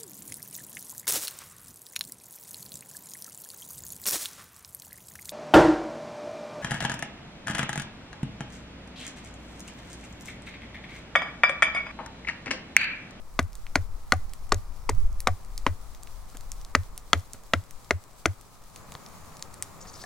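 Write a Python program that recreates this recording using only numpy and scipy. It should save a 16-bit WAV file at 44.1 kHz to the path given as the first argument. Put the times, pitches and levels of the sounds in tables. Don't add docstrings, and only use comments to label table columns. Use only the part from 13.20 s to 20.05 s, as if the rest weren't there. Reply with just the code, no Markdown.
import sys
import numpy as np
from scipy import signal
from scipy.fft import rfft, irfft, next_fast_len
from scipy.io import wavfile
from scipy.ndimage import map_coordinates

SR = 44100
rng = np.random.default_rng(int(sys.argv[2]) if len(sys.argv) > 2 else 0)


def int16_out(signal):
    q = np.round(np.clip(np.atleast_2d(signal).T, -1, 1) * 32767)
    wavfile.write(sys.argv[1], SR, q.astype(np.int16))


N = 302085
AGE = np.arange(SR // 5) / SR

# time in seconds, level of the forest air in dB, level of the fire's hiss in dB.
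BACKGROUND_LEVELS = [(0, -55, -61), (1.5, -53.5, -59), (3.4, -53.5, -57.5), (5.53, -55, -58.5),
                     (5.57, -49, -55.5), (6.85, -48.5, -55.5)]
# time in seconds, relative strength in dB.
GUSTS = [(0, -46.5), (0.55, -43.5), (0.8, -39), (1.0, -42), (1.3, -36), (1.58, -41.5), (1.85, -27.5),
         (2.15, -40), (2.9, -46), (3.2, -43), (4.8, -59), (6.85, -61.5)]
# frequency in Hz, relative level in dB.
AIR_TONE = [(40, -4.5), (90, 8.5), (160, 4.5), (310, -3), (500, -3), (850, -2), (1250, -1.5), (1500, -10),
            (2400, -13.5), (4000, -39.5), (16000, -61.5)]
HISS_TONE = [(1000, -32.5), (2500, -10), (4000, -4.5), (5500, -4.5), (7200, -4.5), (10000, -6.5),
             (13000, -10), (16000, -8.5)]
WIND_TONE = [(10, -1), (22, -11.5), (35, -5), (55, -20), (85, -24.5), (130, -39.5), (250, -47.5),
             (600, -86)]
# frequency in Hz, likeness from 0 (unrelated) to 1 (the same).
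STEREO_LIKENESS = [(50, 0.71), (150, 0.19), (400, 0.36), (1000, 0.74), (2400, 0.22), (6000, 0.15),
                   (14000, 0)]
# time in seconds, level in dB, pitch in Hz.
STEAM_SONG = [(0, -80, 5000), (1.6, -71, 4960), (2.3, -83, 7400), (3.1, -78.5, 7700), (4.9, -70, 7690),
              (5.5, -83, 7620), (5.6, -65.5, 7020), (6.85, -69, 6990)]
# start in seconds, level in dB, pitch in Hz.
POPS_AND_CLICKS = [(0.3538, -44, 6650), (0.467, -43, 2300), (1.1355, -41.5, 7100), (2.0042, -32.5, 9000),
                   (2.3782, -34.5, 5650), (2.8332, -42.5, 8300), (2.8729, -48.5, 2570), (3.1706, -42.5, 5900),
                   (3.209, -47, 5800), (3.318, -33.5, 7000), (3.449, -43.5, 5500), (3.7777, -35.5, 6500),
                   (4.1339, -36.5, 7800), (4.509, -43.5, 9250), (5.5607, -42, 5100), (5.721, -42, 5060),
                   (5.7515, -42, 4130), (5.8629, -45, 5100), (6.169, -46.5, 5480), (6.225, -32.5, 5540),
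                   (6.3415, -43.5, 6660), (6.4244, -26.5, 6770), (6.431, -41, 7300)]
# start in seconds, force (the level of the stick's ring) in dB,
# stick pitch in Hz, bend level in dB, log level in dB, log pitch in Hz, bite level in dB,
# crack level in dB, crack pitch in Hz, fibre snap level in dB.
HATCHET_BLOWS = [(0.191, -16.5, 1223, -22, -21.5, 259, -21, -23.5, 2890, -28),
                 (0.556, -16, 1175, -27.5, -22, 282, -18, -23, 4240, -30.5),
                 (0.9213, -12.5, 1215, -26, -23, 266, -15.5, -19.5, 4470, -37),
                 (1.3207, -14.5, 1187, -28, -24, 410, -23, -21, 4500, -26),
                 (1.692, -22, 960, -32.5, -21.5, 406, -28.5, -35, 4620, -21),
                 (2.072, -13, 1213, -27, -28, 275, -21.5, -23, 4060, -29),
                 (2.4653, -16.5, 1050, -27.5, -23, 280, -24.5, -28, 3330, -44),
                 (3.55, -14, 1280, -35, -23, 264, -16, -21, 2660, -25),
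                 (3.9311, -13, 1314, -24.5, -26, 236, -16, -13.5, 3460, -34.5),
                 (4.3353, -15, 1287, -22, -24.5, 247, -15.5, -20, 3100, -32.5),
                 (4.7081, -20.5, 1310, -21.5, -23, 382, -18, -28.5, 4400, -38.5),
                 (5.0566, -18, 1350, -21, -22, 326, -22, -24, 3200, -26)]
# multiple of the pitch, relative level in dB, seconds to fade by 60 dB.
BEND_MODES = [(1, 6, 0.021), (.88, -23, 0.031)]
STICK_MODES = [(1, 4, 0.014), (1.4, -22.5, 0.016), (1.2, -0.5, 0.022)]
LOG_MODES = [(1, 11.5, 0.035), (.7, -11, 0.045), (1.55, -5.5, 0.023)]
# frequency in Hz before tuning, relative level in dB, seconds to fade.
BITE_MODES = [(2137, 15.5, 0.0086), (2140, -19.5, 0.0069), (1498, 1.5, .025), (2850, -39, 0.0013)]
# multiple of the crack's pitch, relative level in dB.
CRACK_TONE = [(.35, -21), (.7, -3.5), (0.999, 7.5), (1.3, -2.5), (1.7, -4), (2.4, -17.5), (3.5, -34),
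              (5, -48)]
# frequency in Hz, relative level in dB.
RATTLE_TONE = [(120, -20.5), (280, 5), (450, 0), (600, 5), (850, -8), (1200, -9.5), (1550, -2.5),
               (1750, -4.5), (2050, -1.5), (2700, -17), (7000, -23), (15000, -33.5)]
SNAP_TONE = [(800, 11), (2500, -7), (4300, -2.5), (6500, 9), (8500, -2), (12000, -7.5), (16000, -17)]
# start in seconds, level in dB.
LAST_SPLINTERS = [(0.939, -40.5), (1.3443, -30.5)]
# start in seconds, level in dB.
STICK_BOUNCES = [(.9335, -22.5), (2.0795, -29.5), (2.0848, -27.5)]
# frequency in Hz, relative level in dB, seconds to fade by 60 dB.
BOUNCE_MODES = [(642, -16.5, .05), (740, 17, 0.046), (1146, 13.5, 0.0425), (1200, -3.5, 0.055),
                (1535, -7, 0.062), (2090, -13, 0.0309)]
# start in seconds, level in dB.
SOFT_BUMPS = [(3.145, -39), (4.14, -41.5), (5.683, -40), (6.116, -43.5), (6.586, -48), (6.651, -39.5)]
# frequency in Hz, relative level in dB.
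BUMP_TONE = [(30, 6), (60, 5), (180, -1), (280, -8.5), (500, -12), (1500, -16), (6000, -33)]
# start in seconds, level in dB.
FLASK_KNOCKS = [(5.723, -45), (5.7521, -36.5)]
# frequency in Hz, relative level in dB, seconds to fade by 60 dB.
STOPPER_MODES = [(143, 6.5, 0.025), (520, -5, 0.028), (780, -12, .025), (1130, 14, 0.0075),
                 (1720, -8, .012)]
PAN_MODES = [(740, -4, 0.042), (1160, -10, 0.035), (1775, -2, 0.024)]
# time in seconds, level in dB.
SPATTER_LEVELS = [(6.5, -110), (6.57, -92), (6.61, -62), (6.85, -50.5)]
# frequency in Hz, relative level in dB.
ECHO_TONE = [(100, 2), (1000, 5), (2000, 3), (3400, 0.5), (6500, 5.5), (15000, -5.5)]


def from_db(db):
    return 10 ** (np.asarray(db) / 20)


def rms_one(x):
    return x / np.sqrt(np.mean(x ** 2) + 1e-20)


def at_level(x, db):
    return x * from_db(db) * np.sqrt(.005 * SR / (np.sum(x ** 2) + 1e-20))


def in_time(rows):
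    times, *columns = np.transpose(rows)
    return [np.interp(np.arange(N) / SR, times, column) for column in columns]


def at_hz(points, hz):
    known_hz, values = np.transpose(points)
    return np.interp(np.log(hz + 1), np.log(known_hz), values)


def add(track, start_s, sound):
    i = max(round(start_s * SR), 0)
    track[i:i + len(sound)] += sound[:max(N - i, 0)]


def fade(t60):
    return from_db(-60 * AGE / t60)


def burst(t60):
    return rng.standard_normal(len(AGE)) * fade(t60)


def waver(depth_db, count):
    wander = np.interp(np.linspace(0, count - 1, N), np.arange(count), rng.standard_normal(count))
    return from_db(depth_db * wander)


def tint(x, tone):
    size = 2 * next_fast_len(len(x))
    gains = from_db(at_hz(tone, np.fft.rfftfreq(size, 1 / SR)))
    cepstrum = irfft(np.log(gains))
    cepstrum[1:size // 2] *= 2
    response = np.exp(rfft(cepstrum[:size // 2], size))
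    return irfft(rfft(x, size) * response)[:len(x)]


def band(x, centre_hz, spread):
    edges = np.minimum([centre_hz / spread, centre_hz * spread], [.4 * SR, .45 * SR])
    return signal.sosfilt(signal.butter(1, edges, "band", fs=SR, output="sos"), x + 1e-18)


def steady_noise(tone):
    hz = np.fft.rfftfreq(2 * next_fast_len(N // 2 + 1), 1 / SR)
    mid, side = rng.standard_normal((2, len(hz))) + 1j * rng.standard_normal((2, len(hz)))
    alike = at_hz(STEREO_LIKENESS, hz)
    both = np.sqrt(1 + alike) * mid + np.sqrt(1 - alike) * side * [[1], [-1]]
    return rms_one(irfft(both * from_db(at_hz(tone, hz)))[:, :N])


def ticks(per_s, uneven_db, low_hz, high_hz, ringing):
    sizes = from_db(uneven_db * np.minimum(rng.exponential(1, N), 4)) * rng.choice([-1, 1], N)
    clicks = sizes * (rng.random(N) < per_s / SR)
    pitches = np.geomspace(low_hz, high_hz, 20)
    chosen = rng.integers(0, 20, N)
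    return rms_one(sum(band(clicks * (chosen == k), hz, 1 + 1 / ringing) for k, hz in enumerate(pitches)))


def ring(modes, pitch=1, vary_db=2.0, detune=.02):
    out = np.zeros(len(AGE))
    for frequency, db, t60 in modes:
        level_luck, pitch_luck = rng.standard_normal(2)
        hz = pitch * frequency * (1 + detune * pitch_luck)
        out -= from_db(db - vary_db * level_luck) * fade(t60) * np.sin(2 * np.pi * hz * AGE)
    return out


def air_and_hiss():
    air_db, hiss_db = in_time(BACKGROUND_LEVELS)
    air = from_db(air_db) * steady_noise(AIR_TONE) * from_db([[.9], [-.9]])
    hiss = from_db(hiss_db) * steady_noise(HISS_TONE) * waver(depth_db=1.9, count=160)
    return air + hiss


def wind(boost_db=6.0, left_db=3):
    gust_db, = in_time(GUSTS)
    side_db = left_db / 2 * np.array([[1], [-1]])
    eddies = np.array([waver(depth_db=4.0, count=70) for side in range(2)])
    return from_db(gust_db + boost_db + side_db) * eddies * steady_noise(WIND_TONE)


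def sizzle(flutter_hz=450):
    db, hz = in_time(STEAM_SONG)
    flutter = signal.sosfilt(signal.butter(2, flutter_hz, fs=SR, output="sos"), rng.standard_normal(N))
    creep = waver(depth_db=.35, count=90)
    note = np.sin(2 * np.pi * np.cumsum(hz * creep) / SR)
    return from_db(db) * rms_one(flutter * note * waver(depth_db=-1.0, count=220))


def small_pops(per_s=4, db=-52.5, vary_db=4, hz=6180, vary_octaves=0.32):
    chance = rng.uniform(-0.69, 1, (int(per_s * N / SR), 3))
    return [((k + .5 + when / 2) / per_s, db + vary_db * size, hz * 2 ** (vary_octaves * pitch))
            for k, (when, size, pitch) in enumerate(chance)]


def fire(tail_db=-28, wood_db=-10, wood_hz=1800, crackle_db=-69):
    out = from_db(crackle_db) * ticks(per_s=48, uneven_db=1.0, low_hz=2800, high_hz=10240, ringing=0.63)
    for start, db, hz in POPS_AND_CLICKS + small_pops():
        snap = burst(t60=0.0035) + from_db(tail_db) * burst(t60=0.11)
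        pocket = band(snap, hz, spread=1.37)
        wood = from_db(wood_db) * band(snap, wood_hz, spread=1.08)
        add(out, start, at_level(band(pocket - wood, hz, spread=6.8), db))
    return out


def blade_strike(modes, pitch, stutter_t60, stutter=0.26):
    force = stutter * burst(stutter_t60)
    force[0] = 1
    ringing = signal.fftconvolve(force, ring(modes, pitch))[:len(AGE)]
    low_cut = signal.butter(2, 0.45 * pitch * modes[0][0], "high", fs=SR, output="sos")
    return signal.sosfilt(low_cut, ringing)


def cut_crack(hz):
    tone = [(multiple * hz, db) for multiple, db in CRACK_TONE]
    return tint(burst(t60=0.0088) * (1 - fade(t60=0.0013)), tone)


def log_knock(hz, contact_s=0.0012):
    push = np.sin(np.pi * np.minimum(AGE / contact_s, 1))
    return signal.fftconvolve(ring(LOG_MODES, hz), push)[:len(AGE)]


def fibre_snap(db):
    return at_level(tint(burst(t60=0.0055), SNAP_TONE), db)


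def follow_force(force_db, usual_db, share):
    return usual_db + share * (force_db + 16)


def hatchet(bend_hz=668, log_lag_s=0.002425):
    out = np.zeros(N)
    for blow in HATCHET_BLOWS:
        start, force_db, stick_hz, bend_db, log_db, log_hz, bite_db, crack_db, crack_hz, snap_db = blow
        bend = blade_strike(BEND_MODES, bend_hz, stutter_t60=0.017, stutter=0.13)
        stick = blade_strike(STICK_MODES, stick_hz, stutter_t60=0.0087)
        bite = blade_strike(BITE_MODES, pitch=0.942, stutter_t60=0.012)
        add(out, start, at_level(bend, bend_db) + at_level(stick, force_db) + at_level(bite, bite_db))
        add(out, start + log_lag_s, at_level(log_knock(log_hz), log_db))
        add(out, start + 0.00023, at_level(cut_crack(crack_hz), crack_db))
        rattle = tint(burst(t60=0.077), RATTLE_TONE)
        add(out, start + 0.0054, at_level(rattle, follow_force(force_db, usual_db=-29, share=.6)))
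        add(out, start + 0.0033, fibre_snap(snap_db))
        add(out, start + 0.006, fibre_snap(snap_db - 11.5))
    for start, db in LAST_SPLINTERS:
        add(out, start, fibre_snap(db))
    for start, db in STICK_BOUNCES:
        add(out, start, at_level(ring(BOUNCE_MODES), db))
    return out


def ground_thuds(hz=87, rise_hz_per_s=300, travel_s=0.0427, width_s=0.025, vary=0.031):
    out = np.zeros(N)
    for start, force_db, *_ in HATCHET_BLOWS:
        t = AGE - travel_s * (1 + vary * rng.normal())
        swell = np.exp(-(t / width_s) ** 2) * (1 - fade(t60=.05))
        turns = (hz * t + rise_hz_per_s * t * t / 2) * (1 + vary * rng.normal())
        gain = from_db(follow_force(force_db, usual_db=-23.5, share=.3))
        add(out, start, gain * swell * np.cos(2 * np.pi * turns))
    return out


def chips(flight_s=.035, hz=5500, below_crack_db=31.5):
    out = np.zeros(N)
    for start, *_, crack_db, _, _ in HATCHET_BLOWS:
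        patter = burst(t60=.25) * (1 - fade(t60=0.13)) * (rng.random(len(AGE)) < .05)
        add(out, start + flight_s, at_level(band(patter, hz, spread=2.54), crack_db - below_crack_db))
    return out


def bumps():
    out = np.zeros(N)
    for start, db in SOFT_BUMPS:
        swell = burst(t60=0.063) * (1 - fade(t60=0.032))
        add(out, start, at_level(tint(swell, BUMP_TONE), db))
    return out


def flask(first_spurt_s=6.606, spurt_gap_s=0.063, pan_rings_s=6.84):
    spatter_db, = in_time(SPATTER_LEVELS)
    out = from_db(spatter_db) * ticks(per_s=900, uneven_db=3, low_hz=3500, high_hz=9000, ringing=14)
    for pouring_s in spurt_gap_s * np.arange(4):
        bubble_hz = 6460 - 8000 * pouring_s
        add(out, first_spurt_s + pouring_s, at_level(splash(bubble_hz), db=-41.5))
    for start, db in FLASK_KNOCKS:
        add(out, start, at_level(ring(STOPPER_MODES), db))
    add(out, pan_rings_s, at_level(ring(PAN_MODES), db=-38))
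    return out


def splash(hz, t60=0.024, spread=0.137, rise_per_s=7, scatter_s=0.031, count=18):
    age = np.maximum(AGE - scatter_s * rng.random((count, 1)), 0)
    pitch = hz * np.exp(spread * rng.standard_normal((count, 1)))
    turns = pitch * (age + rise_per_s * age ** 2 / 2)
    return np.sum(from_db(-60 * age / t60) * np.sin(2 * np.pi * turns), axis=0)


def forest_echo(x, db=-31, t60=.3):
    echoes = [tint(burst(t60) * (1 - fade(t60=0.034)), ECHO_TONE) for side in range(2)]
    return from_db(db) * np.array([signal.oaconvolve(x, e / np.linalg.norm(e))[:N] for e in echoes])


def place(x, left_db, lag_samples):
    right = map_coordinates(x, [np.arange(N) - lag_samples], order=3)
    return np.array([x * from_db(left_db / 2), right * from_db(-left_db / 2)])


def scene():
    chops, pops = hatchet() + chips(), fire()
    near = place(chops, left_db=2.5, lag_samples=0.96)
    near += place(pops + sizzle(), left_db=0.5, lag_samples=0.87)
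    near += place(flask() + bumps(), left_db=3.0, lag_samples=1.24)
    near += place(ground_thuds(), left_db=1.0, lag_samples=-73.0)
    return near + forest_echo(chops + pops) + air_and_hiss() + wind()


def record(dry, ceiling=0.7, cutoff_hz=15850):
    rounded = dry / (1 + (dry / ceiling) ** 4) ** (1 / 4)
    return signal.sosfilt(signal.ellip(10, .1, 80, cutoff_hz, fs=SR, output="sos"), rounded)


dry = scene()
out = record(dry)
int16_out(out)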